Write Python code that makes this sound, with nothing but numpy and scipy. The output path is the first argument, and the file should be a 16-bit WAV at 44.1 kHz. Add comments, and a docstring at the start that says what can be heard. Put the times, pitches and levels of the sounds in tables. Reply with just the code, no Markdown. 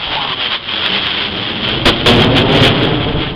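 """Air display: a fighter jet passes low and turns away. Modulated noise makes its tearing hiss; a brief howl is
noise shifted up to a rising pitch. As the exhaust swings toward the listener, low noise deepens the roar,
random pressure spikes crackle and noise bursts blast through: two with their own spectrum, two more as sharp
surges of the hiss. A delayed copy, the ground echo, sweeps a comb through it all. Low wind noise buffets a
small microphone that rings near 3 kHz and overloads on the loudest parts."""
import sys
import numpy as np
from scipy import signal
from scipy.fft import rfft, irfft, next_fast_len
from scipy.io import wavfile
from scipy.ndimage import map_coordinates

SR = 44100
rng = np.random.default_rng(int(sys.argv[2]) if len(sys.argv) > 2 else 0)


def wav_record(signal):
    """Record a signal, one row per channel, as 16-bit PCM in the file named by sys.argv[1]."""
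    frames = np.transpose(np.atleast_2d(signal))
    bounded = np.clip(frames, -1, 1)
    # unit amplitude maps onto the largest positive 16-bit level
    quanta = np.round(bounded * 32767).astype(np.int16)
    wavfile.write(sys.argv[1], SR, quanta)


N = 147735


def amp(db):
    """Decibels to gain."""
    return 10 ** (np.asarray(db) / 20)


def unit(x):
    """Scale to rms 1."""
    return x / np.sqrt(np.mean(x ** 2) + 1e-20)


def along(points, hz):
    """Interpolate (frequency [Hz], value) points on a log frequency axis."""
    point_hz, values = np.transpose(points)
    return np.interp(np.log(hz + 1), np.log(point_hz + 1), values)


def curve(points):
    """Interpolate (time [s], value) points to one value per sample."""
    return np.interp(np.arange(N) / SR, *np.transpose(points))


def wobble(knots_per_s):
    """Smooth random curve through normally distributed knots."""
    knots = rng.standard_normal(int(N * knots_per_s / SR) + 4)
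    return map_coordinates(knots, [np.arange(N) * knots_per_s / SR])


def filtered(x, response):
    """Multiply the spectrum of x by response(hz)."""
    size = next_fast_len(N + SR // 2)  # zero padding leaves room for the ringing
    hz = np.fft.rfftfreq(size, 1 / SR)
    return irfft(rfft(x, size) * response(hz), size)[:N]


def noise(spectrum):
    """Coloured noise of rms 1."""
    white = rng.standard_normal(N)
    return unit(filtered(white, lambda hz: amp(along(spectrum, hz))))


def causal(gain):
    """Minimum-phase response with these gains: it rings only after its input."""
    cepstrum = irfft(np.log(gain))
    half = len(cepstrum) // 2
    cepstrum[1:half] *= 2
    cepstrum[half + 1:] = 0
    return np.exp(rfft(cepstrum))


# Hiss spectrum: (frequency [Hz], level [dB])
HISS_SPECTRUM = [(60, -19), (300, -7), (700, -4), (1500, 0.5), (3200, -1.5), (6000, -3), (9000, -34.5)]


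def hiss(flutter_db=1.82, rasp_db=2.01):
    """Fine exhaust turbulence: noise with slow flutter and fast rasp in level, rms 1."""
    level_db = flutter_db * wobble(45) + rasp_db * wobble(420)
    return unit(noise(HISS_SPECTRUM) * amp(level_db))


# Shock level relative to the hiss: (time [s], level [dB])
CRACKLE_LEVEL = [(0, -21.5), (1.1, -7), (1.5, 0), (2.0, 4), (2.4, -3), (3.35, -1)]
SHOCKS_PER_S, SHOCK_SPREAD_DB = 450, 3
SHOCK_RELAX_HZ, SHOCK_EDGE_HZ = 60, 5530


def crackle():
    """Irregular one-sided shocks: each a sharp pressure spike followed by a small undershoot that relaxes."""
    strikes = rng.random(N) < SHOCKS_PER_S / SR
    sizes = amp(SHOCK_SPREAD_DB * np.clip(rng.standard_normal(N), -2, 2))

    def shock_shape(hz):
        highpass = 1j * hz / (1j * hz + SHOCK_RELAX_HZ)
        lowpass = 1 / (1 + 1j * hz / SHOCK_EDGE_HZ)
        return highpass * lowpass

    shocks = -unit(filtered(strikes * sizes, shock_shape))
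    return shocks * amp(curve(CRACKLE_LEVEL))


# Howl level relative to the hiss: (time [s], level [dB])
HOWL_LEVEL = [(0, -3), (.15, -4), (.32, -5), (.55, -11.5), (.8, -14), (1.3, -40.5)]
HOWL_START_HZ, HOWL_RISE_HZ_PER_S, HOWL_HALF_WIDTH_HZ = 835.4, 470, 202


def howl(flicker_db=2.0, waver_hz=45):
    """Shock cells in the exhaust: a wavering noise band that climbs as the jet nears."""
    pitch_hz = HOWL_START_HZ + HOWL_RISE_HZ_PER_S * np.arange(N) / SR + waver_hz * wobble(25)
    low_noise = filtered(rng.standard_normal(N), lambda hz: 1 / (1 + (hz / HOWL_HALF_WIDTH_HZ) ** 2))
    carrier = np.cos(2 * np.pi * np.cumsum(pitch_hz) / SR)
    band = low_noise * carrier * amp(flicker_db * wobble(35))
    return unit(band) * amp(curve(HOWL_LEVEL))


# Swell and fade in turbulent air, with two further blasts at 2.385 and 2.655 s, before trim: (time [s], level
# [dB])
TEARING_LEVEL = [(0, -21), (.18, -17.5), (.28, -18), (.333, -14), (.35, -26), (.38, -21.5), (.41, -16.5),
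                 (.45, -16), (.48, -20.5), (.52, -17), (.55, -13), (.585, -26.5), (.63, -28), (.688, -21),
                 (.697, -19), (.78, -17), (.88, -15.5), (.92, -18.5), (.965, -12), (1.0, -18.5),
                 (1.08, -18), (1.125, -16), (1.16, -17.5), (1.2, -15.5), (1.31, -22), (1.35, -20.5),
                 (1.43, -21.5), (1.6, -24), (1.69, -17.5), (1.76, -21.5), (1.82, -25), (1.96, -21),
                 (2.04, -24), (2.11, -16), (2.21, -12.5), (2.3, -23), (2.35, -15), (2.385, -6.5),
                 (2.44, -23), (2.54, -13), (2.6, -14.5), (2.655, -7.5), (2.72, -20), (2.83, -15.5),
                 (2.98, -26), (3.04, -23), (3.1, -25), (3.16, -28), (3.235, -16.5), (3.28, -23),
                 (3.35, -34)]


def tearing(trim_db=-2):
    """Hiss, crackle and howl swell and fade together in the turbulent air and surge in two further blasts."""
    return (hiss() + crackle() + howl()) * amp(curve(TEARING_LEVEL) + trim_db)


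# Roar level before trim: (time [s], level [dB])
ROAR_LEVEL = [(0, -37.5), (.15, -29.5), (.45, -32), (.63, -37), (.92, -25), (1.2, -30), (1.35, -23.5),
              (1.6, -23.5), (1.8, -17), (2.04, -19.5), (2.1, -8), (2.42, -11.5), (2.66, -8), (2.75, -12),
              (2.93, -13), (3.1, -17.5), (3.35, -23.5)]
# Roar spectrum: (frequency [Hz], level [dB])
ROAR_SPECTRUM = [(8, -34.5), (30, -12.5), (65, -4), (110, -3), (155, 0.5), (230, -2), (400, -3),
                 (580, -8.5), (780, -11), (1400, -18), (3000, -34), (6000, -48.5)]


def roar(churn_db=0.75, trim_db=-1):
    """Large exhaust eddies: low noise, churning in level."""
    level_db = curve(ROAR_LEVEL) + churn_db * wobble(25.05) + trim_db
    return noise(ROAR_SPECTRUM) * amp(level_db)


# Exhaust blasts: (start [s], hold from start [s], release [s], level [dB])
BLASTS = [(1.854, 0.034, 0.03, -3), (2.059, 0.029, 0.062, -4.5)]
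# Blast spectrum: (frequency [Hz], level [dB])
BLAST_SPECTRUM = [(8, -13.5), (35, 19), (100, 8), (400, 14.5), (1000, 8.5), (2200, 6), (3200, 5),
                  (4500, 7.5), (9000, -26.5)]
BLAST_ATTACK_S = 0.0018


def blasts():
    """Bursts of exhaust noise: steep onset, brief hold, exponential decay."""
    t = np.arange(N) / SR
    envelope = np.zeros(N)
    for start_s, hold_s, release_s, level_db in BLASTS:
        attack = np.clip((t - start_s) / BLAST_ATTACK_S, 0, 1)
        decay = np.exp(-2 * np.maximum(t - start_s - hold_s, 0) / release_s)
        envelope += amp(level_db) * attack * decay
    return noise(BLAST_SPECTRUM) * envelope


AIR_LOSS_DB_PER_KHZ_S, RECEDES_S = 1.12, 1.42


def air(x, corner_hz=2500):
    """Treble absorption above the corner, growing with time as the jet draws away."""
    hz, t, bins = signal.stft(x, SR, nperseg=512)
    khz_above = np.maximum(hz - corner_hz, 0) / 1000
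    receding_s = np.maximum(t - RECEDES_S, 0)
    loss_db = AIR_LOSS_DB_PER_KHZ_S * np.outer(khz_above, receding_s)
    return signal.istft(bins * amp(-loss_db), SR, nperseg=512)[1][:N]


# Ground echo delay, longest when the jet is highest: (time [s], delay [ms])
ECHO_DELAY_MS = [(0, 6.2), (.35, 7.8), (.7, 9.0), (1.0, 9.8), (1.25, 10.0), (1.6, 9.5), (2.0, 8.5),
                 (2.6, 7.4), (3.35, 6.5)]
# Ground reflection: (frequency [Hz], amplitude share [0-1])
ECHO_SHARE = [(100, 0.7), (600, 0.41), (1500, 0.27), (4000, .25)]


def ground(x):
    """Direct sound plus ground echo: a comb that sweeps down and up again."""
    bounced = filtered(x, lambda hz: np.clip(along(ECHO_SHARE, hz), 0, 1))
    read_at = np.arange(N) - curve(ECHO_DELAY_MS) * SR / 1000
    return x + map_coordinates(bounced, [read_at], mode="mirror")


# Wind on the microphone: (time [s], level [dB])
WIND_LEVEL = [(0, -41), (.08, -32), (.2, -48), (1.58, -55), (1.7, -30.5), (2.4, -29.5), (2.8, -31),
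              (3.19, -21.5), (3.26, -32), (3.35, -24)]
# Wind spectrum: (frequency [Hz], level [dB])
WIND_SPECTRUM = [(6, -22), (18, -8), (35, -9), (60, -9.5), (120, -15.5), (500, -60.5)]


def wind(gust_db=0.5):
    """Low buffets of air on the microphone: gusting low noise."""
    gusts = unit(noise(WIND_SPECTRUM) * amp(gust_db * wobble(14)))
    return gusts * amp(curve(WIND_LEVEL))


def scene():
    """The jet through air and over ground, plus wind."""
    jet = tearing() + roar() + blasts()
    return (ground(air(jet)) + wind())[None]


def saturate(x, top, order):
    """Flatten peaks at top; a higher order gives a harder knee."""
    return x / (1 + np.abs(x / top) ** order) ** (1 / order)


# Microphone resonance: (frequency [Hz], gain [dB])
MIC_RESPONSE = [(20, 1), (1800, -2), (2400, 0.5), (2900, 4.5), (3100, 9), (3270, 10.5), (3480, 6),
                (3900, -1.5), (4400, -7.5), (5100, -14), (6500, -13.5)]
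# Narrow passband after the overload: (frequency [Hz], gain [dB])
PASSBAND = [(4000, 0.5), (5100, 2.5), (5500, -12.5), (6100, -23), (6500, -53.5)]
OVERLOAD_LEVEL, CLIP_LEVEL, TOP_HZ = 0.8, 0.73, 15800  # levels: 1 = full scale


def record(dry):
    """The microphone rings and overloads; then treble is cut and remaining peaks clip."""
    ringing = filtered(dry[0], lambda hz: causal(amp(along(MIC_RESPONSE, hz))))
    overloaded = saturate(ringing, OVERLOAD_LEVEL, order=4)
    narrowed = filtered(overloaded, lambda hz: amp(along(PASSBAND, hz)))
    clipped = saturate(narrowed, CLIP_LEVEL, order=30)
    return filtered(clipped, lambda hz: hz < TOP_HZ)[None]


dry = scene()
out = record(dry)
wav_record(out)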